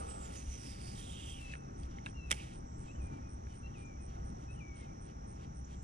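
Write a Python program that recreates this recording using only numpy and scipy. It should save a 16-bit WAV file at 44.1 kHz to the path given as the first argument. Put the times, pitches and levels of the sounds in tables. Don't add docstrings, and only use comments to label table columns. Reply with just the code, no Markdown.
import sys
import numpy as np
from scipy import signal
from scipy.fft import rfft, irfft, next_fast_len
from scipy.io import wavfile
from scipy.ndimage import uniform_filter1d

SR = 44100
rng = np.random.default_rng(int(sys.argv[2]) if len(sys.argv) > 2 else 0)


def magnitude_from_level(level_db):
    exponent = np.asarray(level_db, float) / 20
    return 10 ** exponent


def to_wav(s):
    ch = np.atleast_2d(s).T
    pcm = np.round(np.clip(ch, -1, 1) * 32767)
    wavfile.write(sys.argv[1], SR, pcm.astype(np.int16))


N = 257103
TIME = np.arange(N) / SR
PADDED = next_fast_len(N)


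def rms_one(x):
    return x / np.sqrt(np.mean(np.abs(x) ** 2) + 1e-20)


def at_hz(points, column=1):
    table = np.array(points)
    grid = np.fft.rfftfreq(PADDED, 1 / SR)
    return np.interp(np.log(grid + 1), np.log(table[:, 0]), table[:, column])


def coloured(x, points):
    return irfft(rfft(x, PADDED) * magnitude_from_level(at_hz(points)) * np.sqrt(SR / 2), PADDED)[:N]


def wander(rate_hz):
    low = signal.butter(2, rate_hz, fs=SR / 16, output="sos")
    slow = signal.sosfilt(low, rng.standard_normal(N // 16 + 3002))[3000:]
    return np.interp(np.arange(N) / 16, np.arange(len(slow)), rms_one(slow))


def level(rows, column=1):
    table = np.array(rows)
    return magnitude_from_level(np.interp(TIME, table[:, 0], table[:, column], left=-200, right=-200))


def swells(s, hold, db, rise_db_s, fall_db_s):
    coarse = TIME[::64]
    late = coarse - np.array(s)[:, None]
    rise = np.minimum(late, 0) * rise_db_s
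    fall = np.maximum(late - hold[:, None], 0) * fall_db_s
    each = np.array(db)[:, None] + rise - fall
    return np.interp(TIME, coarse, each.max(axis=0))


def ring(x, hz, t60):
    r, w = magnitude_from_level(-60 / (t60 * SR)), 2 * np.pi * hz / SR
    return signal.lfilter([0, np.sin(w)], [1, -2 * r * np.cos(w), r * r], x + 1e-18)


def sweep(hz):
    return 2 * np.pi * np.cumsum(hz) / SR


def outdoors(x, left_db, wet_db, t60):
    size = round(.5 * SR)
    fade = magnitude_from_level(-60 * TIME[:size] / t60) * np.minimum(TIME[:size] / 0.008, 1)
    tails = rng.standard_normal((2, size)) * fade
    tails /= np.sqrt(np.sum(tails ** 2, axis=1, keepdims=True))
    wet = signal.fftconvolve(x[None], tails, axes=1)[:, :N]
    return (x + magnitude_from_level(wet_db) * wet) * magnitude_from_level(np.array([[left_db], [0]]))


# time in seconds, pitch in Hz, level in dB.
FREE_SPIN = [
    (0, 8860, -50),
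    (.04, 8700, -68.5),
    (.1, 8300, -53),
    (.18, 8080, -57.5),
    (.26, 7160, -55.5),
    (.29, 7000, -71),
]
COASTING_SPIN = [
    (.34, 6700, -72),
    (.37, 6500, -52),
    (.44, 6200, -65),
    (.53, 6090, -53.5),
    (.6, 5680, -61),
    (.69, 5260, -56.5),
    (0.781, 4900, -68),
    (.87, 4850, -58),
    (1.0, 4660, -70),
]
THUMBED_SPIN = [
    (.95, 3623, -66),
    (1.0, 3558, -61),
    (1.22, 3200, -57),
    (1.34, 3070, -57.5),
    (1.4, 2780, -62),
]
SLACK_SPIN = [
    (2.33, 2298, -69),
    (2.4, 2650, -55.5),
    (2.46, 2620, -72.5),
    (2.559, 2755, -77),
]
WHINE_OCTAVE_DB = (-60, -60, -8, -16)


def spool():
    out = np.zeros(N)
    a, b, c = wander(460), wander(460), wander(150)
    for run, octave_db in zip([FREE_SPIN, COASTING_SPIN, THUMBED_SPIN, SLACK_SPIN], WHINE_OCTAVE_DB):
        s, hz, _ = np.transpose(run)
        phase = sweep(np.interp(TIME, s, hz))
        whine = a * np.sin(phase) + b * np.cos(phase)
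        octave = magnitude_from_level(octave_db) * c * np.sin(2 * phase)
        out += level(run, column=2) * magnitude_from_level(4) * (whine + octave)
    return out


SLACK_START_S = 2.335


def running():
    stop_db_s, payout_stop_s, slack_stop_s = 400, 1.54, 2.55
    payout = -stop_db_s * np.maximum(TIME - payout_stop_s, 0)
    slack = np.where(TIME < SLACK_START_S, -200, -stop_db_s * np.maximum(TIME - slack_stop_s, 0))
    return np.maximum(payout, slack)


# frequency in Hz, density in dB per Hz.
GEAR_COLOUR = [(500, -45), (900, -15), (1500, -3), (2200, 3), (2900, 0.5), (3700, -2.5), (4300, -3),
               (5600, -14), (7000, -8), (10000, -31.5), (11000, -50)]
# frequency in Hz, density in dB per Hz.
LINE_COLOUR = [(3000, -29), (4500, -15.5), (5600, -1), (7000, -10.5), (8800, 1.5), (10000, -4.5),
               (10800, -21.5), (12000, -39.5)]
# frequency in Hz, density in dB per Hz.
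SIZZLE_COLOUR = [(10000, -16), (10800, -0.5), (12500, -3.5), (14000, -6.5), (15000, -7), (15500, -31)]
# time in seconds, rubbing in dB, brightness in dB.
LINE_TUGS = [(0, -71, -4), (.1, -71, -1), (.26, -72.5, 1.5), (.365, -69, 1), (.534, -70.5, 0),
             (.66, -70, 2.5), (.71, -70, 0), (.82, -72, 0.5), (.89, -71.5, 3), (.995, -70, 3.5),
             (1.11, -72.5, 3), (1.2, -69.5, -3), (1.3, -74, 6.5), (1.41, -73, 0), (1.52, -68.5, -12),
             (2.34, -72, 2.5), (2.419, -67.5, -7), (2.54, -73, -10)]
# start in seconds, hold in seconds, rubbing in dB, brightness in dB.
HANDLE_TURNS = [(1.795, .02, -85, -1), (1.832, 0.022, -80, -4), (1.914, 0.074, -79.5, -18),
                (2.076, .01, -73.5, -17), (2.29, .01, -85, -5), (2.85, 0.038, -79, -11),
                (3.124, .05, -83, -12), (3.497, 0.061, -81.5, -6), (3.773, .05, -80, -15),
                (4.096, 0.069, -81, -13), (4.408, 0.036, -82, -5), (4.783, .07, -77.5, -16),
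                (5.078, 0.028, -78.5, -16), (5.411, 0.036, -77, -15), (5.714, 0.03, -77, -11)]


def rubbing():
    grains = rng.standard_normal(N) * magnitude_from_level(2.0 * wander(400))
    s, db, bright = np.transpose(LINE_TUGS)
    tug, tug_line = [magnitude_from_level(swells(s, 0 * s, v, rise_db_s=86, fall_db_s=95) + running())
                     for v in (db, db + bright)]
    s, hold, db, bright = np.transpose(HANDLE_TURNS)
    turn, turn_line = [magnitude_from_level(swells(s, hold, v, rise_db_s=253, fall_db_s=500)) for v in (db, db + bright)]
    gears = rms_one(coloured(grains, GEAR_COLOUR)) * magnitude_from_level(12.5) * (tug + turn)
    line = rms_one(coloured(grains, LINE_COLOUR)) * magnitude_from_level(14.5) * (tug_line + turn_line)
    slack_db = (TIME > SLACK_START_S) * (3.5 - 24 * (TIME - SLACK_START_S))
    top_gain = tug_line * magnitude_from_level(-14 + slack_db) + turn_line * magnitude_from_level(-22)
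    sizzle = rms_one(coloured(grains, SIZZLE_COLOUR)) * magnitude_from_level(11.0) * top_gain
    return gears + line + sizzle


# frequency in Hz, density in dB per Hz.
CLOTH_COLOUR = [(250, -45), (400, -3.5), (600, -1), (800, 0.5), (1000, -10.5), (1270, -3.5), (1600, -16.5),
                (2500, -49)]
# start in seconds, length in seconds, level in dB, fade in dB.
CLOTH_RUBS = [
    (0, 0.38, -43, 8),
    (4.137, 0.098, -56, 0),
]


def rustle():
    edge_s, depth_db = .14, 40
    gain = np.zeros(N)
    for s, length, db, fade in CLOTH_RUBS:
        end = s + length
        gain += level([(s - edge_s, db - depth_db), (s, db),
                       (end, db - fade), (end + edge_s, db - fade - depth_db)])
    return rms_one(coloured(rng.standard_normal(N), CLOTH_COLOUR)) * gain


# frequency in Hz, width in Hz, level in dB.
ROD_MODES = [(2620, 61, -7), (2854, 40, 0), (3000, 37, -3), (3240, 80, 1), (3655, 37, 1.5), (4890, 81, 1.5),
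             (5210, 87, -10.5), (5910, 200, -2.5), (6200, 60, -4.5), (7000, 100, 0), (7430, 63, -1.5),
             (7980, 110, -4.5), (8780, 250, -4.5)]


def through_rod(x):
    out = magnitude_from_level(-3.5) * x
    for hz, width, db in ROD_MODES:
        r = np.exp(-np.pi * width / SR)
        poles = [1, -2 * r * np.cos(2 * np.pi * hz / SR), r * r]
        out = out + magnitude_from_level(db) * signal.lfilter([(1 - r * r) / 2, 0, (r * r - 1) / 2], poles, x)
    return out


# frequency in Hz, level in dB, t60 in seconds.
BODY_MODES = [(857, -10.5, 0.031), (1640, -45, 0.016), (2260, -4, 0.022), (3200, 2, 0.0061)]
# frequency in Hz, level in dB, t60 in seconds.
METAL_MODES = [(4500, -29, 0.0013), (6140, -1.5, 0.0036), (8300, 6, 0.00085), (9360, -4, 0.0035),
               (14200, 6.5, 0.00404)]
# time in seconds, level in dB, brightness in dB, body pitch factor, contact in ms.
HANDLING_CLICKS = [(1.455, -62, -1, 1.2, 1.55), (1.536, -41.5, -19, 0.79, 2.5),
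                   (1.553, -47, -23, 0.66, 1.7), (1.798, -66, 10, 1.1, 0.43), (1.833, -54, -11, 1.5, 0.58),
                   (1.844, -73, 5, 0.95, .3), (1.911, -54, -25, 1.6, 0.2), (1.985, -53, -25, 0.96, .5),
                   (2.047, -64, -7, 1.47, 0.39), (2.0615, -35, -14, 1.2, .35),
                   (2.0655, -40.5, -20, 0.73, 1.2), (2.266, -62, -3, 0.87, 0.33)]
LATCH_CLICKS = [
    (2.3022, -51, 7, 1.4, 1.3),
    (2.309, -36, 6.5, 1.2, 0.75),
    (2.3104, -33.5, 4, 1.03, 0.41),
    (2.3136, -32, 9, 1.18, 0.8),
    (2.3151, -20.5, 0.5, 1.01, 0.89),
    (2.320, -38.5, -1, 0.89, 1.7),
    (2.3245, -45.5, 14, 1.1, 1.2),
    (2.3267, -34.5, 0.5, 1, 0.59),
]
WINDING_CLICKS = [
    (3.02, -69, 0, 1.05, .4),
    (3.469, -62, 4, 0.75, 0.31),
    (4.302, -76, 12, 1.2, .3),
    (5.091, -61, -14, .9, 0.97),
    (4.2, -67, -12, 0.88, .6),
]


def clicks():
    out, size = np.zeros(N + SR), round(.06 * SR)
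    contacts = HANDLING_CLICKS + LATCH_CLICKS + WINDING_CLICKS
    for s, db, bright_db, pitch, ms in contacts:
        rattle = rng.standard_normal(size) * TIME[:size] * np.exp(-TIME[:size] * 2000 / ms)
        rattle = rattle / np.sqrt(np.sum(rattle ** 2))
        low = sum(magnitude_from_level(g) * ring(rattle, hz * pitch, t60) for hz, g, t60 in BODY_MODES)
        high = sum(magnitude_from_level(g) * ring(rattle, hz, t60) for hz, g, t60 in METAL_MODES)
        at = round(s * SR)
        out[at:at + size] += magnitude_from_level(db + 5) * (low + magnitude_from_level(bright_db) * high)
    band = signal.butter(5, [500, 10300], "band", fs=SR, output="sos")
    return signal.sosfilt(band, out[:N])


def reel():
    near = through_rod(spool() + rubbing() + rustle()) + clicks()
    return outdoors(near, left_db=-.5, wet_db=-17.5, t60=0.075)


# start in seconds, level in dB.
NEAR_CHIRPS = [(.549, -63), (.803, -57.5), (1.05, -58), (1.28, -68), (1.516, -62), (1.7675, -62),
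               (2.043, -61), (2.318, -67), (2.523, -60.5), (2.769, -61.5), (3.005, -61.5), (3.28, -62),
               (3.53, -60.5), (3.769, -61), (4.0, -60.5), (4.237, -62), (4.496, -62), (4.745, -59),
               (5.0, -61), (5.262, -60.5), (5.537, -63), (5.812, -61)]
WING_STROKES_DB = [-13, -2, 0.2, 0.9, -1, 0.5, 0]


def chirper():
    gate, stroke = np.zeros(N + SR), np.hanning(round(0.0085 * SR)) ** 0.73
    for s, db in NEAR_CHIRPS:
        for k, stroke_db in enumerate(WING_STROKES_DB):
            at = round((s + 0.01008 * k) * SR)
            gate[at:at + len(stroke)] += magnitude_from_level(db + stroke_db + 5) * stroke
    tone = np.sin(2 * np.pi * 8620 * TIME + 0.92 * wander(90))
    faint_top = magnitude_from_level(-34) * np.sin(2 * np.pi * 15380 * TIME + .6 * wander(150))
    return outdoors(gate[:N] * (tone + faint_top), left_db=4.5, wet_db=-11.5, t60=0.34)


# start in seconds, end in seconds, level in dB.
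TRILL_SPANS = [
    (1.014, 1.33, -56.5),
    (2.66, 2.955, -62),
    (5.72, 5.9, -63),
]


def triller():
    swell = sum(level([(a, db - 5.0), (a + 0.11, db), (b, db)]) for a, b, db in TRILL_SPANS)
    strokes = np.sin(np.pi * 125 * TIME) ** 12
    tone = np.sin(2 * np.pi * 7600 * TIME + 1.1 * wander(150))
    return outdoors(1.53 * swell * strokes * tone, left_db=8.5, wet_db=-5, t60=.3)


def whistle(notes, waver):
    out = np.zeros(N)
    for note in notes:
        s, hz, _ = np.transpose(note)
        phase = sweep(np.interp(TIME, s, hz) + 18.3 * waver)
        out += np.sqrt(2) * uniform_filter1d(level(note, column=2), size=120) * np.sin(phase)
    return out * magnitude_from_level(2 * waver[::-1])


EDGE_S, EDGE_DB = .006, 8.5

# start in seconds, length in seconds, from Hz, to Hz, level in dB.
OPENING_NOTES = [
    (2.881, 0.03, 2556, 2633, -62.5),
    (3.636, 0.035, 2664, 2720, -64.5),
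    (4.485, .042, 2530, 2577, -64.5),
]


def openings():
    swell_db, flick_s, flick_hz, flick_loss_db = 3.5, 0.014, 420, 22
    return [[(s - EDGE_S, a, db - EDGE_DB - swell_db),
             (s, a, db - swell_db),
             (s + n, b, db),
             (s + n + flick_s, b + flick_hz, db - flick_loss_db)] for s, n, a, b, db in OPENING_NOTES]


# start in seconds, length in seconds, from Hz, to Hz, level in dB.
LONG_NOTES = [
    (3.005, .188, 2540, 2304, -67.5),
    (3.755, 0.21, 2566, 2246, -67),
    (4.608, .24, 2424, 2110, -64.5),
]


def slides():
    drop_s, drop_hz, drop_loss_db = 0.0159, 480, 7
    settle_s, settle_loss_db, fade_db = 0.0294, 4.5, 7.5
    return [[(s - drop_s, a + drop_hz, db - drop_loss_db),
             (s, a, db),
             (s + settle_s, a + .42 * (b - a), db - settle_loss_db),
             (s + n / 2, a + .52 * (b - a), db - settle_loss_db),
             (s + n, b, db - fade_db),
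             (s + n + EDGE_S, b, db - fade_db - EDGE_DB)] for s, n, a, b, db in LONG_NOTES]


def edged(s, length, a, b, db):
    end = s + length
    return [(s - EDGE_S, a, db - EDGE_DB), (s, a, db), (end, b, db), (end + EDGE_S, b, db - EDGE_DB)]


# start in seconds, length in seconds, from Hz, to Hz, level in dB.
PLAIN_NOTES = [
    (1.413, .14, 2713, 2560, -62),
    (2.16, .134, 2775, 2555, -66),
]


def plain_notes():
    scoop_s, scoop_hz = 0.018, 59.4
    return [[(s - scoop_s, a - scoop_hz, db - EDGE_DB)] + edged(s, n, a, b, db)[1:]
            for s, n, a, b, db in PLAIN_NOTES]


# start in seconds, length in seconds, from Hz, to Hz, level in dB.
FAINT_NOTES = [
    (2.955, 0.011, 3010, 3030, -71),
    (3.216, 0.09, 2530, 2390, -80.5),
    (3.506, .045, 2980, 3000, -76.5),
    (3.707, 0.028, 3140, 3300, -79),
    (3.99, .08, 2540, 2390, -81),
    (4.551, 0.021, 3120, 2855, -74),
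    (4.568, .024, 2810, 2970, -68),
    (4.859, .07, 2440, 2320, -79),
]
# start in seconds, level in dB.
SMALL_CHIPS = [
    (2.953, -68),
    (3.851, -63),
    (5.645, -60),
]


def birds():
    waver = wander(16)
    steady, sliding = openings() + plain_notes(), slides()
    faint = [edged(*row) for row in FAINT_NOTES]
    overtone = [[(s, hz * 3 / 2, db - 17 + less) for s, hz, db in note]
                for group, less in [(steady, 0), (sliding, -10)] for note in group]
    chips = [[(s, 5500, db + 5.0), (s + .006, 6900, db), (s + .011, 7150, db - 1.0), (s + 0.014, 7250, db)]
             for s, db in SMALL_CHIPS]
    song = magnitude_from_level(-3.5) * whistle(steady + sliding + faint, waver)
    return (outdoors(song, left_db=12.0, wet_db=-8, t60=0.6)
            + outdoors(whistle(overtone, waver), left_db=9.0, wet_db=-13.0, t60=.4)
            + outdoors(whistle(chips, 0 * waver), left_db=8, wet_db=-5, t60=0.39))


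def chorus():
    out = np.zeros(N)
    pitches = 5800 + 330 * np.tan(np.linspace(-.82, 1.3, num=16))
    for hz, rate, start in zip(pitches, rng.uniform(45, 110, 16), rng.random(16)):
        strokes = np.sin(np.pi * (rate * TIME + start + 0.66 * wander(3.0))) ** 2
        weight_db = -5 * abs(hz - 5800) / 700 + 2.8 * wander(3.4)
        out += magnitude_from_level(weight_db) * strokes * np.sin(2 * np.pi * hz * TIME + 1.9 * wander(80))
    return outdoors(rms_one(out) * magnitude_from_level(-71.5 + 5.5), left_db=-1.0, wet_db=-11.0, t60=0.56)


# frequency in Hz, density in dB per Hz.
AIR_COLOUR = [(22, -78), (40, -69), (64, -74), (110, -70), (200, -77), (400, -85.5), (620, -86), (800, -81),
              (1020, -91), (1290, -91.5), (1600, -99), (2600, -109), (4500, -115), (7600, -112)]


def air():
    colour = AIR_COLOUR + [(10000, -120), (11000, -145)]
    rumble = coloured(rng.standard_normal(N), colour) * magnitude_from_level(.9 * wander(2.2))
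    deep = signal.sosfilt(signal.butter(2, 95, fs=SR, output="sos"), rumble)
    hum = magnitude_from_level(-48.5) * wander(5.2) * np.sin(2 * np.pi * 64 * TIME)
    lumps = magnitude_from_level(2.64 * wander(6.7))
    return rumble + (deep + hum) * (lumps - 1) + hum


def scene():
    return reel() + chirper() + triller() + birds() + chorus() + air()


# frequency in Hz, gain in dB, phase in radians.
PORT_RESPONSE = [(60, .2, -.02), (150, 1.4, -.17), (300, 4.0, -.95), (450, 0.1, -2.1), (690, -3, -3.1),
                 (1800, 3.5, -4.1), (2300, -1.5, -5.5), (3500, -7, -5.2), (4300, -12, -6.0),
                 (5000, -17, -7.7), (6500, -13, -8.1), (9000, -28, -9.3), (10500, -18, -7.2),
                 (14000, -16, -10.5)]
# frequency in Hz, density in dB per Hz.
PORT_HISS = [(60, -110), (150, -84.5), (300, -90), (600, -100), (1000, -103), (2200, -107), (4500, -120),
             (7500, -122), (10000, -127), (11500, -145)]


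def left_port(x):
    port = magnitude_from_level(at_hz(PORT_RESPONSE)) * np.exp(1j * at_hz(PORT_RESPONSE, column=2))
    return irfft(rfft(x, PADDED) * port, PADDED)[:N] + coloured(rng.standard_normal(N), PORT_HISS)


def low_pass(x):
    return signal.sosfilt(signal.butter(12, 16470, fs=SR, output="sos"), x)


def record(dry):
    top = signal.butter(8, 15800, fs=SR, output="sos")
    mix = signal.sosfilt(top, np.array([left_port(dry[0]), dry[1]]))
    return low_pass(mix)


dry = scene()
out = record(dry)
to_wav(out)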